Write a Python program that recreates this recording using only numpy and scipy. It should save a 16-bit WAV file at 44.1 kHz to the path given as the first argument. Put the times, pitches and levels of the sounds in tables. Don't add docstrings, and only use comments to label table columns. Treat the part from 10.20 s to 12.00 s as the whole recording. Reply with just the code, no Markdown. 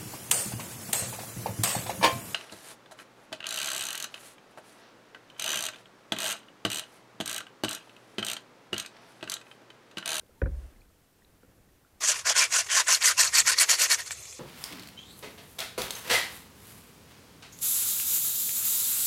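import sys
import numpy as np
from scipy import signal
from scipy.io import wavfile
from scipy.ndimage import uniform_filter1d

SR = 44100
rng = np.random.default_rng(int(sys.argv[2]) if len(sys.argv) > 2 else 0)


def elevation(decibels):
    levels = np.asarray(decibels, float)
    return 10 ** (levels / 20)


def materialize(psi):
    bounded = np.clip(np.atleast_2d(psi).T, -1, 1)
    quanta = np.round(bounded * 32767).astype(np.int16)
    wavfile.write(sys.argv[1], SR, quanta)


N = 79380


def evened(x):
    return x / np.sqrt(np.mean(x ** 2) + 1e-20)


def add(mix, start_s, sound):
    part = mix[round(start_s * SR):][:len(sound)]
    part += sound[:len(part)]


def bell(centre_s, width_s):
    return np.exp(-.5 * ((np.arange(N) / SR - centre_s) / width_s) ** 2)


def noise(shape, patchy_db, flicker_db):
    frames, hz = N // 256 + 5, np.fft.rfftfreq(1024, 1 / SR)
    real, imaginary, patches = rng.standard_normal((frames, 513, 3)).T
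    patches = uniform_filter1d(patches, size=8, axis=0)
    patches = evened(uniform_filter1d(patches, size=6, axis=1))
    flicker = evened(uniform_filter1d(rng.standard_normal(frames), size=3))
    shape_hz, shape_db = np.transpose(shape)
    tone_db = np.interp(np.log(hz + 1), np.log(shape_hz + 1), shape_db)[:, None]
    gain = elevation(tone_db + patchy_db * patches + flicker_db * flicker)
    spectra = (real + 1j * imaginary) * gain * (hz > 15)[:, None]
    return evened(signal.istft(spectra, nperseg=1024, noverlap=768)[1][:N])


def band(grit, low_hz, high_hz, order):
    sos = signal.butter(order, [2 * low_hz / SR, 2 * high_hz / SR], "band", output="sos")
    return signal.sosfilt(sos, grit)


def swell(t, hz):
    rise_s, rise_cycles = .002, .6
    return (1 - np.exp(-t / (rise_s + rise_cycles / hz))) ** 2


def deck_ring(t, bright_db, detune, skid):
    # pitch_hz [Hz], level_db [dB], t60_s [s]
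    deck_modes = [(193.4, -18.5, .3), (275, -4, .07), (356, -10.5, 0.096), (440, -22.5, 0.1),
                  (530, 0, 0.046), (568, -28.5, 0.46), (728, -19, 0.048), (958, -20.5, 0.044),
                  (1192, -18.5, 0.036), (1465, -1.5, 0.019), (1631, -4.5, 0.015), (1830, -11, 0.019),
                  (2246, -28, 0.021), (2437, -14, 0.013)]
    bent = t + skid * np.minimum(t, .01) ** 2
    ring = np.zeros(len(t))
    for k, (hz, level_db, t60) in enumerate(deck_modes):
        fade = elevation(level_db + bright_db * np.log2(hz / 700) - 60 * t / t60)
        ring += (-1) ** k * fade * swell(t, hz) * np.sin(2 * np.pi * hz * detune * bent)
    return ring


def contact(level_db, bright_db, detune, skid, hardest_db):
    grit = rng.standard_normal(12000)
    t = np.arange(len(grit)) / SR

    crack_s = .0011
    crack = band(grit, 2600, 5170, order=3) * np.exp(-t / crack_s) * t / crack_s
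    extra_db = 1.5 * (level_db - hardest_db)
    crack *= elevation(-20 + extra_db)

    rattle_db, rattle_t60 = -15, .06
    rattle = band(grit[::-1], 200, 2000, order=4) * elevation(rattle_db - 60 * t / rattle_t60)
    rattle *= np.minimum(t / .0013, 1)

    shaft_hz, shaft_db, shaft_t60 = 467, 6, .022
    shaft = elevation(shaft_db + .6 * extra_db - 60 * t / shaft_t60) * swell(t, shaft_hz)
    shaft *= np.sin(2 * np.pi * shaft_hz * t)
    return elevation(level_db) * (deck_ring(t, bright_db, detune, skid) - shaft + crack + rattle)


def knocks():
    # start_s [s], level_db [dB], bright_db [dB per octave], detune [ratio], skid [half the pitch rise
    # per s]
    contacts = [(.2160, -17.5, 2, 1.011, 1), (0.2365, -38, 5, 1., 21), (0.2576, -26, 2.5, 0.95, 3.5),
                (0.2656, -35, 0.5, 1., 4), (.2697, -37, -1, 1.02, 5), (0.277, -49.5, -1., .95, 1),
                (.287, -41.5, -4.5, 0.88, -13.5), (1.2303, -44.5, 0.5, .92, 3), (1.246, -54, 5, 0.88, 4),
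                (1.288, -58.5, -3, 1, -2.5), (1.383, -54, -2, 0.85, 7)]
    out = np.zeros(N)
    for start_s, *blow in contacts:
        add(out, start_s, contact(*blow, hardest_db=contacts[0][1]))
    return out


def boom():
    # pitch_hz [Hz], swing [signed amplitude], t60_s [s], lag_s [s]
    hull_modes = [(36.3, .016, .7, -.0016), (48.06, -.030, 1.2, .0037), (58.5, -.144, .153, .0045),
                  (67.15, .023, 3, -.0016), (72.1, .008, 3, .0063), (87.1, .073, .236, -.0005),
                  (99, .3, .03, .0051), (140.3, .023, .32, -.0002), (192, .055, .067, -.0007)]
    boom_s, rise_s = .2222, .0046
    damp_db, damp_s, damp_hz = -12, .27, 42
    since = np.arange(N) / SR - boom_s
    out = np.zeros(N)
    for hz, swing, t60, lag in hull_modes:
        t = np.maximum(since - lag, 0)
        fade_db = -60 * t / t60
        if hz > damp_hz:
            fade_db += np.maximum(damp_db * (t / damp_s) ** 8, -200)
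        out += swing * elevation(fade_db) * (1 - np.exp(-t / rise_s)) * np.sin(2 * np.pi * hz * t)

    sway_hz = 38.9
    sway = bell(.59, .039) * (since > 0) * np.sin(2 * np.pi * sway_hz * since)
    return out + elevation(-58.5) * sway + slosh(since)


def slosh(since):
    # pitch_hz [Hz], level_db [dB per Hz]
    slosh_shape = [(20, -14), (33, -6), (40, 13), (48, 3), (95, -12), (200, -33), (400, -55)]
    onset = np.minimum(np.maximum(since, 0) / .059, 1)
    return elevation(-60.5) * bell(.5, .11) * onset * noise(slosh_shape, patchy_db=3.0, flicker_db=3.0)


def bubble(level_db, hz, cycles):
    glide = .075
    u = np.arange(int(4 * cycles * SR / hz)) * hz / SR / cycles
    envelope = 4 * u * np.exp(-3 * u) * 2
    return elevation(level_db) * envelope * np.sin(2 * np.pi * cycles * u * (1 + glide * (u - 1) / 2))


def dripping():
    # start_s [s], level_db [dB], pitch_hz [Hz], length [cycles]
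    drip_events = [(.011, -59, 1535, 11), (.033, -53.5, 490, 1.85), (.064, -60.5, 3190, 5.3),
                   (.093, -54.5, 520, 4), (.107, -65.5, 1334, 12.), (.158, -64, 886, 9.8),
                   (.174, -62.5, 897, 16.4), (.535, -67, 2270, 12.), (.56, -62.5, 2040, 12),
                   (0.608, -61, 4360, 20), (0.617, -56, 2430, 9.6), (.652, -65, 1565, 11),
                   (0.701, -62.5, 1240, 6), (1.0207, -57.5, 1860, 8.2), (1.0478, -54, 3900, 9.5),
                   (1.0473, -62, 2600, 4.5), (1.186, -69, 2270, 8.), (1.648, -55.5, 1376, 7.),
                   (1.665, -65, 1580, 9.5)]
    out = np.zeros(N)
    for start_s, *drop_sound in drip_events:
        add(out, start_s, bubble(*drop_sound))
    return out


def fizz():
    rate_per_s, level_db, spread_db = 60, -75, 3.5
    out = np.zeros(N)
    for hz in np.geomspace(400, 4500, num=12):
        chance, strength = rng.random(N), rng.exponential(1, N)
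        bursts = (chance < rate_per_s / 12 / SR) * elevation(spread_db * np.minimum(strength, 3))
        one = bubble(level_db - 3 * np.log2(hz / 1000), hz, 3.7)
        out += signal.oaconvolve(bursts, one)[:N]
    return out


def lapping():
    # time_s [s], level_db [dB]
    lap_levels = [(0, -64), (.2, -66), (.3, -58), (.45, -58), (.62, -64.5), (.72, -70), (.95, -76),
                  (1.03, -66), (1.15, -66), (1.3, -62), (1.4, -65), (1.48, -63), (1.6, -68.5), (1.8, -66)]
    # pitch_hz [Hz], level_db [dB per Hz]
    lap_shape = [(20, -15), (45, 1.5), (100, -1), (200, -7), (500, -13), (1000, -23.5), (1600, -18),
                 (3000, -38.5)]
    time_s, level_db = np.transpose(lap_levels)
    level = elevation(np.interp(np.arange(N) / SR, time_s, level_db))
    return level * noise(lap_shape, patchy_db=1.7, flicker_db=1.0)


def swish():
    # pitch_hz [Hz], level_db [dB per Hz]
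    swish_shape = [(100, -30), (300, 3), (600, 2), (1500, -8.5), (2500, -8), (4000, -13), (8000, -15),
                   (15000, -27)]
    return elevation(-63) * bell(.42, .1) * noise(swish_shape, patchy_db=1.0, flicker_db=.7)


def insect():
    pitch_hz, blur_hz = 9540, 27
    real, imaginary = rng.standard_normal((2, N))
    r = np.exp(-np.pi * blur_hz / SR)
    waver = signal.lfilter([1 - r], [1, -r], real + 1j * imaginary)
    tone = evened((waver * np.exp(2j * np.pi * pitch_hz * np.arange(N) / SR)).real)
    return elevation(-80) * bell(.42, .14) * tone


def hiss():
    # pitch_hz [Hz], level_db [dB per Hz]
    hiss_shape = [(20, -1.5), (300, -5), (600, -11.5), (1100, -15.5), (2000, -18), (5000, -22),
                  (14500, -22.5), (16000, -28.5)]
    return elevation(-65) * noise(hiss_shape, patchy_db=.58, flicker_db=.4)


def scene():
    mix = knocks() + boom()
    mix += dripping() + fizz() + lapping() + swish()
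    mix += insect() + hiss()
    return mix[None]


def roll_off(x):
    return signal.sosfilt(signal.butter(12, 15770, fs=SR, output="sos"), x)


def record(dry):
    low_pass = signal.firwin(511, 15850, window=("kaiser", 9), fs=SR)
    limited = signal.oaconvolve(dry, low_pass[None], "same")
    return roll_off(limited)


dry = scene()
out = record(dry)
materialize(out)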